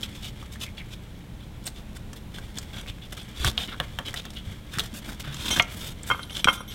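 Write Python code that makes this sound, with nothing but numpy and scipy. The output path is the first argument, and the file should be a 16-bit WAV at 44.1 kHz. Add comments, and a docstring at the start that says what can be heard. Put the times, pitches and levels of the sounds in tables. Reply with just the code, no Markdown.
"""In a workshop, at the bay of a stopped engine, one mono microphone close to the hand.
The hand works a plastic connector and its wiring loose: fingers rub ribbed sleeving in tiny slips,
plastic creaks, shells click, a latch snaps and rubber hoses bump. The plug jerks free, then knocks
and scrapes on a metal fitting, which rings. The crowded bay scatters the clicks and the room answers
faintly; further off, ventilation rumbles and hums."""
import sys
import numpy as np
from scipy import signal
from scipy.fft import rfft, irfft, next_fast_len
from scipy.io import wavfile
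from scipy.ndimage import uniform_filter1d

SR = 44100
rng = np.random.default_rng(int(sys.argv[2]) if len(sys.argv) > 2 else 0)


def waveform_to_disk(signal):
    """Save audio, clipped to [-1, 1], as 16-bit WAV at the path in sys.argv[1]."""
    frames = np.transpose(np.atleast_2d(signal))
    scaled = np.clip(frames, -1, 1) * 32767
    samples = np.round(scaled).astype(np.int16)
    wavfile.write(sys.argv[1], SR, samples)


N = 297586
TIME = np.arange(N) / SR
RING_TIME = np.arange(SR // 5) / SR  # time axis of one short ring, s

# ventilation spectrum: f/Hz, level/dB
VENT_TONE = [(12, -47), (20, -0.5), (70, -0.5), (146, -5.5), (216, -10.5), (270, -15), (301, -14.5),
             (399, -19), (434, -19.5), (624, -23.5), (1030, -26.5), (1150, -29), (3840, -31.5),
             (4540, -38.5), (16000, -45.5)]
# partials of the workshop hum: f/Hz, level/dB
HUM_PARTIALS = [(59, -52.5), (119, -51.5), (178, -56), (213, -53.5), (296, -65)]
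# soft bumps of hand and hoses: t/s, peak/dB, f/Hz, t60/s
HOSE_BUMPS = [(2.901, -27, 99, 0.05), (3.403, -23, 60.3, 0.39), (3.4509, -16.5, 110, 0.11),
              (3.472, -17.5, 74, 0.1),  (4.47, -27.5, 92.3, .26), (4.774, -22.5, 133, 0.027),
              (4.93, -31.5, 231, .089), (5.275, -29, 140.4, 0.37), (6.455, -16, 202, 0.012)]
# creaks of plastic on rubber: start/s, end/s, level/dB, f/Hz
PLASTIC_CREAKS = [(.61, 0.616, -44.5, 2920), (.654, .68, -45, 2230), (0.773, .815, -45, 2220),
                  (1.655, 1.66, -35, 8250), (2.868, 2.908, -48, 2600), (3.711, 3.745, -41, 1430),
                  (4.736, 4.768, -41.5, 1680), (5.231, 5.33, -47, 1490), (5.503, 5.518, -34.5, 774)]
# friction spectra of ribbed sleeving, hollow parts and skin hiss: f/Hz, level/dB
RASP_TONE = [(1700, -20), (2500, -7.5), (3050, -1.5), (3500, 3.5), (4000, -8.5), (4800, -16), (7000, -31)]
BODY_TONE = [(200, 4.5), (600, -2.5), (1000, -7.5), (1550, 0), (1900, -4.5), (2300, -2.5), (3200, -28)]
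HISS_TONE = [(3500, 0), (5000, 2.5), (6400, 0), (8400, -0.5), (10500, -6.5), (13000, -6.5), (15500, -13.5)]
# the hand shifting between strokes: t/s, rasp/dB
HAND_SHIFTS = [(0, -53.5), (1.1, -66), (2.3, -76), (2.45, -58), (2.7, -57), (2.98, -66), (3.3, -56),
               (3.85, -58.5), (3.98, -56), (4.6, -59), (5.3, -56), (5.7, -49.5), (6.0, -62.5),
               (6.16, -47.5), (6.27, -60), (6.75, -70)]
# finger strokes over sleeving: start/s, end/s, rasp/dB, body over rasp/dB, hiss over rasp/dB
FINGER_STROKES = [(0.029, 0.048, -34.5, -16, -5.5), (0.113, 0.212, -51.5, -27, -4),
                  (0.219, 0.293, -40.5, -35, -5), (0.516, .548, -52.5, -12, 2.5),
                  (0.608, 0.648, -40, -20, -1), (0.77, 0.802, -42.5, -16, -10),
                  (0.903, 0.946, -45.5, -10, -5), (1.396, 1.447, -53, -12, -11),
                  (1.747, 1.808, -51.5, -4.5, -4.5), (1.948, 1.974, -51.5, 2, 1.5),
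                  (2.159, 2.179, -53, -12, 1.5), (2.338, 2.385, -45, -2.5, -4.5),
                  (2.557, 2.577, -45, 1, -2), (2.615, 2.629, -51, -17, 4), (2.73, 2.813, -41.5, -1.5, -7.5),
                  (2.873, 2.9, -38, -9, -8.5), (3.018, 3.055, -43.5, -13, -14), (3.122, 3.136, -44.5, 5, 1),
                  (3.167, 3.182, -39, 1.5, -3.5), (3.188, 3.221, -41.5, -22, -7),
                  (3.58, 3.652, -37, -6.5, -8), (3.675, 3.743, -40, -1.5, -13),
                  (4.049, 4.083, -37.5, -8, -8), (4.158, 4.2, -36.5, -8.5, -10),
                  (4.237, 4.285, -48.5, -8, -16), (4.35, 4.404, -44.5, -23, -17),
                  (4.71, 4.777, -42, -2.5, -3.5), (4.81, 4.865, -44, 0, .5), (4.937, 4.991, -45.5, 1, 6),
                  (5.052, 5.149, -51, 7, 1), (5.196, 5.215, -39, -3.5, 0), (5.228, 5.348, -47.5, -1, -21),
                  (5.702, 5.813, -59.5, -1, 11.5), (5.787, 5.917, -44.5, -6.5, 0.5),
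                  (6.063, 6.113, -46.5, 2, 5.5), (6.3, 6.327, -45, -1.5, -7), (6.347, 6.407, -37, -8, -5),
                  (6.525, 6.56, -47, 4, 6), (6.699, 6.75, -42, -7, -6)]
# tugs on the wiring: start/s, giving way/s, final rasp/dB, body over rasp/dB, hiss over rasp/dB
WIRE_TUGS = [(1.644, 1.675, -37.5, -3.5, 1), (3.352, 3.484, -30.5, -6, -5.5), (5.31, 5.589, -33, -4, -3.5)]
# plug sliding on metal: start/s, end/s, level/dB, favoured f/Hz, its boost/dB
PLUG_SCRAPES = [(3.224, 3.236, -54, 8620, 25), (5.5066, 5.53, -33, 6250, 6), (5.538, 5.61, -41, 6300, 6.5),
                (6.15, 6.622, -56, 11740, 16), (6.217, 6.227, -56, 9700, 12), (6.303, 6.43, -48.5, 9800, 5),
                (6.492, 6.61, -46.5, 9700, 4), (6.676, 6.735, -47, 11740, 16)]
# plug knocking on the fitting, plug jerking free, latch snapping: t/s, peak/dB, contact/s
PLUG_KNOCKS = [(6.1017, -10, 0.000075), (6.112, -7.5, 0.000074), (6.1462, -22, 0.00023),
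               (6.193, -23, 0.00016), (6.473, -5, .00012), (6.484, -2, 0.000046), (6.4877, -29, 0.000017),
               (6.606, -26.5, 0.00064)]
PLUG_JERKS = [(5.5973, -6, 0.000072), (5.6004, -9.5, 0.000042)]
LATCH_SNAPS = [(6.4437, -1.5, 0.000042), (6.4452, -26, 0.000045)]
# modes of the fitting (scraped, struck), plug body, latch and shell mount: f/Hz, level/dB, t60/s
SCRAPE_MODES = [(2170, -8, .08), (3160, 0, .1), (3440, -2, .08), (3860, -8, .06), (5710, -9, .08),
                (6330, -13, .1), (7880, -19, .1), (8640, -19, .1), (9690, -14, .09), (9790, -16, .09),
                (11740, -20, .08), (13300, -22, .05)]
FITTING_MODES = [(296, -22.5, 0.16), (534, -9, 0.052), (790, -41, 0.03), (1040, -17, 0.038),
                 (1088, 0.5, 0.031), (1236, 2, 0.053), (1320, 1, 0.021), (1413, 6.5, 0.031),
                 (1440, 6.5, 0.02), (1830, 2, 0.0083), (2141, 0, 0.11), (2380, -6, 0.036),
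                 (2627, -3, 0.038), (3177, 7, 0.094), (3150, -27, 0.057), (5540, -11, 0.074),
                 (9950, -10, 0.33)]
PLUG_MODES = [(713, -11, 0.062), (947, -7.5, 0.037), (1166, -3, 0.078), (1367, -14.5, 0.11),
              (2148, 6, 0.083), (2230, -19, 0.037), (2500, -10, 0.031), (2740, -10, 0.028),
              (2845, -11, 0.031), (3220, -4, 0.042), (3300, 1, 0.036), (3500, 0, 0.027), (4280, -6, 0.038),
              (6600, -20, .03)]
LATCH_MODES = [(1420, -7.5, 0.0098), (1500, -19, 0.019), (2380, -2, 0.018), (3170, 0, 0.014),
               (3330, -3, 0.019), (3800, -2.5, 0.012), (4900, -2, 0.0073), (5710, -1, 0.017),
               (6500, -4, 0.0094), (7100, -4, 0.0095), (8240, 1, 0.012), (9640, 0, 0.0085),
               (12700, 3.5, 0.0081)]
MOUNT_MODES = [(168, -16.5, 0.079), (385, -23.5, 0.041), (532, -21, 0.052), (753, -24, 0.054),
               (1090, -30, 0.12)]
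# spectra of the shell's hollow and of the loose parts around it: f/Hz, level/dB
HOLLOW_TONE = [(150, -4), (450, -29), (700, 6), (1150, -0.5), (1700, 7), (2100, -1.5), (4000, -19.5)]
SHELL_RATTLE_TONE = [(100, -2), (200, 0), (330, 5), (700, -1), (1600, -4), (2600, -12), (5000, -37)]
# shell clicks: t/s, ping peak/dB, f/Hz, hollow over ping/dB, crack over ping/dB
SHELL_CLICKS = [(.427, -37.5, 1310, 3.5, 2), (.558, -35.5, 1850, 0, -2), (1.668, -17.5, 8140, -30, -17),
                (1.676, -22.5, 4130, -11, 1), (2.131, -42.5, 6500, 8, 16.5), (2.385, -34, 1600, 2, 2),
                (2.585, -23, 6950, -8, 6), (2.812, -40.5, 3270, 6, 9), (2.862, -38.5, 2240, 5, -19),
                (3.446, -11.5, 1540, -17, 1), (3.468, -16, 3260, -1, -8), (3.4745, -19, 3500, -3, 7),
                (3.496, -25.5, 3800, -10, 4), (3.5781, -7.5, 3300, -12.5, -31), (3.801, -12, 3260, 1, -19),
                (3.988, -18.5, 3100, 4.5, -7), (4.141, -25, 1950, 0.5, 6.5), (4.174, -19, 3540, -20, -10),
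                (4.253, -34, 3580, 8, 7), (4.304, -37, 3500, -16, 9.5), (4.785, -20.5, 1430, -18, 8.5),
                (4.7949, -8.5, 3580, -16, -3), (4.803, -13, 3460, -9.5, -7), (5.344, -29, 7060, -20, 5.5),
                (5.4825, -16, 3450, -25, -12), (5.563, -21, 1660, -10, -14), (5.574, -25, 2900, 11.5, -11),
                (5.5973, -1.5, 2650, -12, -29), (5.6232, -18, 6200, -37, -3), (6.033, -25, 8100, -28, -8),
                (6.2317, -24.5, 3920, -23, -14), (6.297, -30, 2870, -20, -6), (6.368, -20, 3470, -8, -1),
                (6.7445, -23, 6630, -14, 1)]
# spectrum of the fitting's loose mount: f/Hz, level/dB
CLATTER_TONE = [(150, -3), (500, -12), (750, -8), (1200, 10.5), (1800, -12), (2600, -4.5),
                (4500, -24), (14000, -32)]
# spectra of reflections under the palm, in the bay and in the room: f/Hz, level/dB
PALM_TONE = [(200, 0), (4000, 0), (16000, -3)]
BAY_TONE = [(200, 0), (1500, 0), (3500, -2), (8000, -3), (16000, -6)]
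ROOM_TONE = [(200, -2), (1300, 0), (3000, -5), (6000, -7), (16000, -12)]


def undb(db):
    """Decibels to gain."""
    return 10 ** (np.asarray(db) / 20)


def unit_rms(x):
    """Scale to rms 1."""
    return x / np.sqrt(np.mean(x ** 2))


def unit_peak(x):
    """Scale to peak 1."""
    return x / np.abs(x).max()


def rise(t, rise_s):
    """Exponential onset from 0 towards 1."""
    return 1 - np.exp(-t / rise_s)


def fade(t, t60):
    """Exponential decay, 60 dB down after t60."""
    return np.exp(-np.log(1000) * t / t60)


def add(out, start_s, x):
    """Mix x into out from start_s on."""
    i = int(start_s * SR)
    out[i:i + len(x)] += x[:N - i]


def through(x, response):
    """Pass a sound through an impulse response."""
    return signal.fftconvolve(x, response)[:len(x)]


def gains(tone, size):
    """Spectrum points joined on a log-frequency axis."""
    hz, db = np.transpose(tone)
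    bins_hz = np.fft.rfftfreq(size, 1 / SR)
    return undb(np.interp(np.log(bins_hz + 1), np.log(hz), db))


def colour(x, tone):
    """Give a signal a spectrum, at rms 1."""
    size = next_fast_len(len(x), True)
    return unit_rms(irfft(rfft(x, size) * gains(tone, size), size)[:len(x)])


def tap(tone):
    """Shortest causal (minimum-phase) response with this spectrum."""
    size = len(RING_TIME)
    cepstrum = irfft(np.log(gains(tone, size)), size)
    cepstrum[1:size // 2] *= 2
    cepstrum[size // 2 + 1:] = 0
    return unit_peak(irfft(np.exp(rfft(cepstrum)), size))


def resonance(hz, t60, rise_s):
    """One damped swing that takes a moment to build, at peak 1."""
    swing = np.sin(2 * np.pi * hz * RING_TIME)
    return unit_peak(swing * rise(RING_TIME, rise_s) ** 2 * fade(RING_TIME, t60))


def ring(modes):
    """Damped modes struck together; the swing takes a moment to spread through the part."""
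    swings = sum(undb(db) * np.sin(2 * np.pi * hz * RING_TIME) * fade(RING_TIME, t60)
                 for hz, db, t60 in modes)
    return swings * rise(RING_TIME, 0.00067)


def wander(rate):
    """Random drift, spread near 1, turning rate times a second."""
    knots = rng.standard_normal(4096)
    return np.interp(TIME * rate, np.arange(len(knots)), knots)


def slips(size, rate, spread_db, smooth):
    """Stick-slip: tiny uneven slips, rate a second, over smooth sliding noise."""
    sizes = undb(spread_db * np.minimum(rng.standard_normal(size), 2))
    signs = rng.choice([-1, 1], size)
    slipping = rng.random(size) < rate / SR
    return unit_rms(unit_rms(sizes * signs * slipping) + smooth * rng.standard_normal(size))


def stroke(length_s, grip_s, release_s, swell_db=0):
    """Pressure of one stroke: it builds, swells by swell_db to its middle and lets go."""
    t = np.arange(int((length_s + 0.1) * SR)) / SR
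    arch = np.sin(np.pi * np.minimum(t / length_s, 1))
    return rise(t, grip_s) * undb(swell_db * (arch - 1)) * fade(np.maximum(t - length_s, 0), release_s)


def tug(length_s, mount_db=17.5, release_s=0.066):
    """Pressure of one tug: it mounts ever more slowly, then the part gives."""
    t = np.arange(int((length_s + 0.2) * SR)) / SR
    slack = np.maximum(1 - t / length_s, 0)
    release = fade(np.maximum(t - length_s, 0), release_s)
    return undb(-mount_db * slack ** 1.62) * rise(t, 0.012) * release


def workshop():
    """Well behind the engine: ventilation rumble with a wavering hum."""
    air = colour(rng.standard_normal(N), VENT_TONE) * undb(-40.5 + 0.67 * wander(rate=1.9))
    hum = np.zeros(N)
    for hz, db in HUM_PARTIALS:
        level = undb(db + 2.36 * wander(rate=5))
        hum += level * unit_rms(np.sin(2 * np.pi * hz * TIME + 0.7 * wander(rate=5)))
    return air + hum


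def reflections(x, db, t60, delay_s, tone):
    """Diffuse reflections reach the microphone after a delay and die away."""
    t = np.arange(SR // 2) / SR
    onset = np.clip(t / delay_s - 1, 0, 1)
    tail = colour(rng.standard_normal(len(t)), tone) * fade(t, t60) * onset
    return undb(db) * through(x, tail / np.linalg.norm(tail))


def hose_bumps():
    """Rubber hoses give way with a dull, damped swing; knocks on the fitting rock them too."""
    out = np.zeros(N)
    for start, db, hz, t60 in HOSE_BUMPS:
        add(out, start, undb(db) * resonance(hz, t60, rise_s=0.00046))
    for start, db, _ in PLUG_KNOCKS:
        add(out, start, undb(db - 30) * resonance(hz=119, t60=0.092, rise_s=0.0028))
    return out


def plastic_creaks():
    """Uneven slips on rubber keep one hollow resonance of the plastic going."""
    out = np.zeros(N)
    for start, end, db, hz in PLASTIC_CREAKS:
        pressure = stroke(end - start, grip_s=0.003, release_s=0.086)
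        grit = slips(len(pressure), rate=700, spread_db=2, smooth=0.15)
        creak = through(grit, resonance(hz, t60=0.0062, rise_s=0.00018))
        add(out, start, undb(db) * pressure * unit_rms(creak))
    return out


def loom_crackle(rubs):
    """The flexed wiring loom crackles faintly around each stroke, and its ribs tick."""
    flex = np.sqrt(np.abs(uniform_filter1d(rubs ** 2, int(0.07 * SR))))  # running rms of the rubbing
    crackle = unit_rms(through(slips(N, rate=350, spread_db=4.5, smooth=0.64), tap(HISS_TONE)))
    rib_noise = colour(rng.standard_normal(len(RING_TIME)), HISS_TONE) * fade(RING_TIME, t60=0.006)
    rib = unit_peak(rib_noise) + resonance(hz=3500, t60=0.006, rise_s=0.0002) / 2
    ticks = unit_rms(through(slips(N, rate=70, spread_db=3, smooth=0), rib))
    return flex * (undb(-22) * crackle + undb(-14.5) * ticks)


def friction(pressure, body_db, hiss_db):
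    """Sliding skin rasps the ribbed sleeving, stirs the hollow parts and hisses under the palm."""
    tilt_db = 0.49 * (hiss_db + 5.0)  # per octave: a quick, hissy stroke reaches higher
    hiss_tone = [(hz, db + tilt_db * np.log2(hz / 7000)) for hz, db in HISS_TONE]
    sliding = np.zeros(len(pressure))
    for share_db, tone in ((0, RASP_TONE), (body_db, BODY_TONE), (hiss_db, hiss_tone)):
        spot_tone = [(hz, db + 0.97 * rng.standard_normal()) for hz, db in tone]  # no two spots alike
        grit = slips(len(pressure), rate=2200, spread_db=2.5, smooth=0.66)
        sliding += undb(share_db) * colour(grit, spot_tone)
    rub = pressure * sliding
    return rub + reflections(rub, db=-8, t60=0.018, delay_s=0.0004, tone=PALM_TONE)


def finger_rubs():
    """Strokes and tugs over the faint, uneven friction of the shifting hand."""
    shifting_db = np.interp(TIME, *np.transpose(HAND_SHIFTS)) + 3.4 * wander(rate=18)
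    out = friction(undb(shifting_db), body_db=3, hiss_db=-4.5)
    for start, end, db, body_db, hiss_db in FINGER_STROKES:
        length_s = end - start
        pressure = stroke(length_s, grip_s=0.0006 + 0.042 * length_s, release_s=0.046, swell_db=3.5)
        add(out, start, friction(undb(db) * pressure, body_db, hiss_db))
    for start, end, db, body_db, hiss_db in WIRE_TUGS:
        add(out, start, friction(undb(db) * tug(end - start), body_db, hiss_db))
    catching = undb(3.2 * wander(rate=130) - 0.26)
    return catching * out


def plug_scrapes(landing_db=11.5, settle_s=0.16):
    """Sliding contact keeps the fitting's high modes singing; each contact point favours a few."""
    out = np.zeros(N)
    for start, end, db, favoured_hz, boost_db in PLUG_SCRAPES:
        metal = ring([(hz, mode_db + boost_db * np.exp(-(np.log(hz / favoured_hz) / 0.094) ** 2), t60)
                      for hz, mode_db, t60 in SCRAPE_MODES])
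        pressure = stroke(end - start, grip_s=0.00047, release_s=0.011)
        t = np.arange(len(pressure)) / SR
        bite = undb(landing_db * fade(t, settle_s))  # hardest as the plug lands
        grit = slips(len(t), rate=3300, spread_db=13.5, smooth=0.33)
        add(out, start, undb(db) * through(pressure * bite * grit, metal / np.linalg.norm(metal)))
    return out


def mount_clatter():
    """Loose parts of the fitting's mount rattle briefly after each knock."""
    out = np.zeros(N)
    envelope = rise(RING_TIME, 0.0018) * fade(RING_TIME, t60=0.082)
    for start, db, _ in PLUG_KNOCKS:
        rattle = colour(slips(len(RING_TIME), rate=1300, spread_db=6.5, smooth=0.7), CLATTER_TONE)
        add(out, start, undb(db - 12.5) * rattle * envelope)
    return out


def strikes(blows, modes):
    """Blows on the latch, plug or fitting; a longer contact leaves the high modes quiet."""
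    out, response = np.zeros(N), ring(modes)
    for start, db, contact_s in blows:
        force = RING_TIME * np.exp(-RING_TIME / contact_s)
        add(out, start, undb(db) * unit_peak(through(response, force)))
    return out


def shell_clicks(ring_cycles=13.2, halving_db=28):
    """Close up: a damped plastic ping, the hollow shell on its mount, a gritty crack and a rattle."""
    out = np.zeros(N)
    hollow = tap(HOLLOW_TONE) + ring(MOUNT_MODES)
    crack_envelope = rise(RING_TIME, 0.0015) * fade(RING_TIME, t60=0.011)
    rattle_envelope = rise(RING_TIME, 0.0032) * fade(RING_TIME, t60=0.13)
    for start, db, hz, hollow_db, crack_db in SHELL_CLICKS:
        # a -15 dB ping lasts ring_cycles; a firmer grip is louder and damps it sooner
        t60 = ring_cycles / hz * 2 ** (-(db + 15) / halving_db)
        ping = resonance(hz, t60, rise_s=0.00015)
        crack = crack_envelope * colour(rng.standard_normal(len(RING_TIME)), HISS_TONE)
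        click = undb(db) * (ping + undb(hollow_db) * hollow + undb(crack_db) * crack)
        add(out, start, click)
        add(out, start + rng.uniform(0.00171, 0.003), 0.41 * click)  # echo off the nearest engine part
        rattle = colour(slips(len(RING_TIME), rate=1200, spread_db=4, smooth=0.5), SHELL_RATTLE_TONE)
        add(out, start, undb(db + hollow_db - 20) * rattle * rattle_envelope)
    return out


def scene():
    """At the microphone, alike in both channels: close handling, its reflections, the workshop behind."""
    plastic = shell_clicks() + strikes(LATCH_SNAPS, LATCH_MODES)
    knocks = strikes(PLUG_KNOCKS, FITTING_MODES) + mount_clatter()
    jerks = strikes(PLUG_JERKS, PLUG_MODES)
    rubs = finger_rubs()
    wiring = rubs + loom_crackle(rubs)
    bay = reflections(plastic, db=-10, t60=0.055, delay_s=0.001, tone=BAY_TONE)
    close = plastic + knocks + jerks + bay + wiring + plastic_creaks() + plug_scrapes() + hose_bumps()
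    room = reflections(close, db=-24, t60=0.42, delay_s=0.012, tone=ROOM_TONE)
    return np.tile(close + room + workshop(), (2, 1))


def record(dry):
    """The recorder clips at full scale and cuts the top above 16 kHz."""
    lowpass = signal.ellip(10, 0.2, 80, 16000, fs=SR, output="sos")
    return signal.sosfilt(lowpass, np.clip(dry, -1, 1))


dry = scene()
out = record(dry)
waveform_to_disk(out)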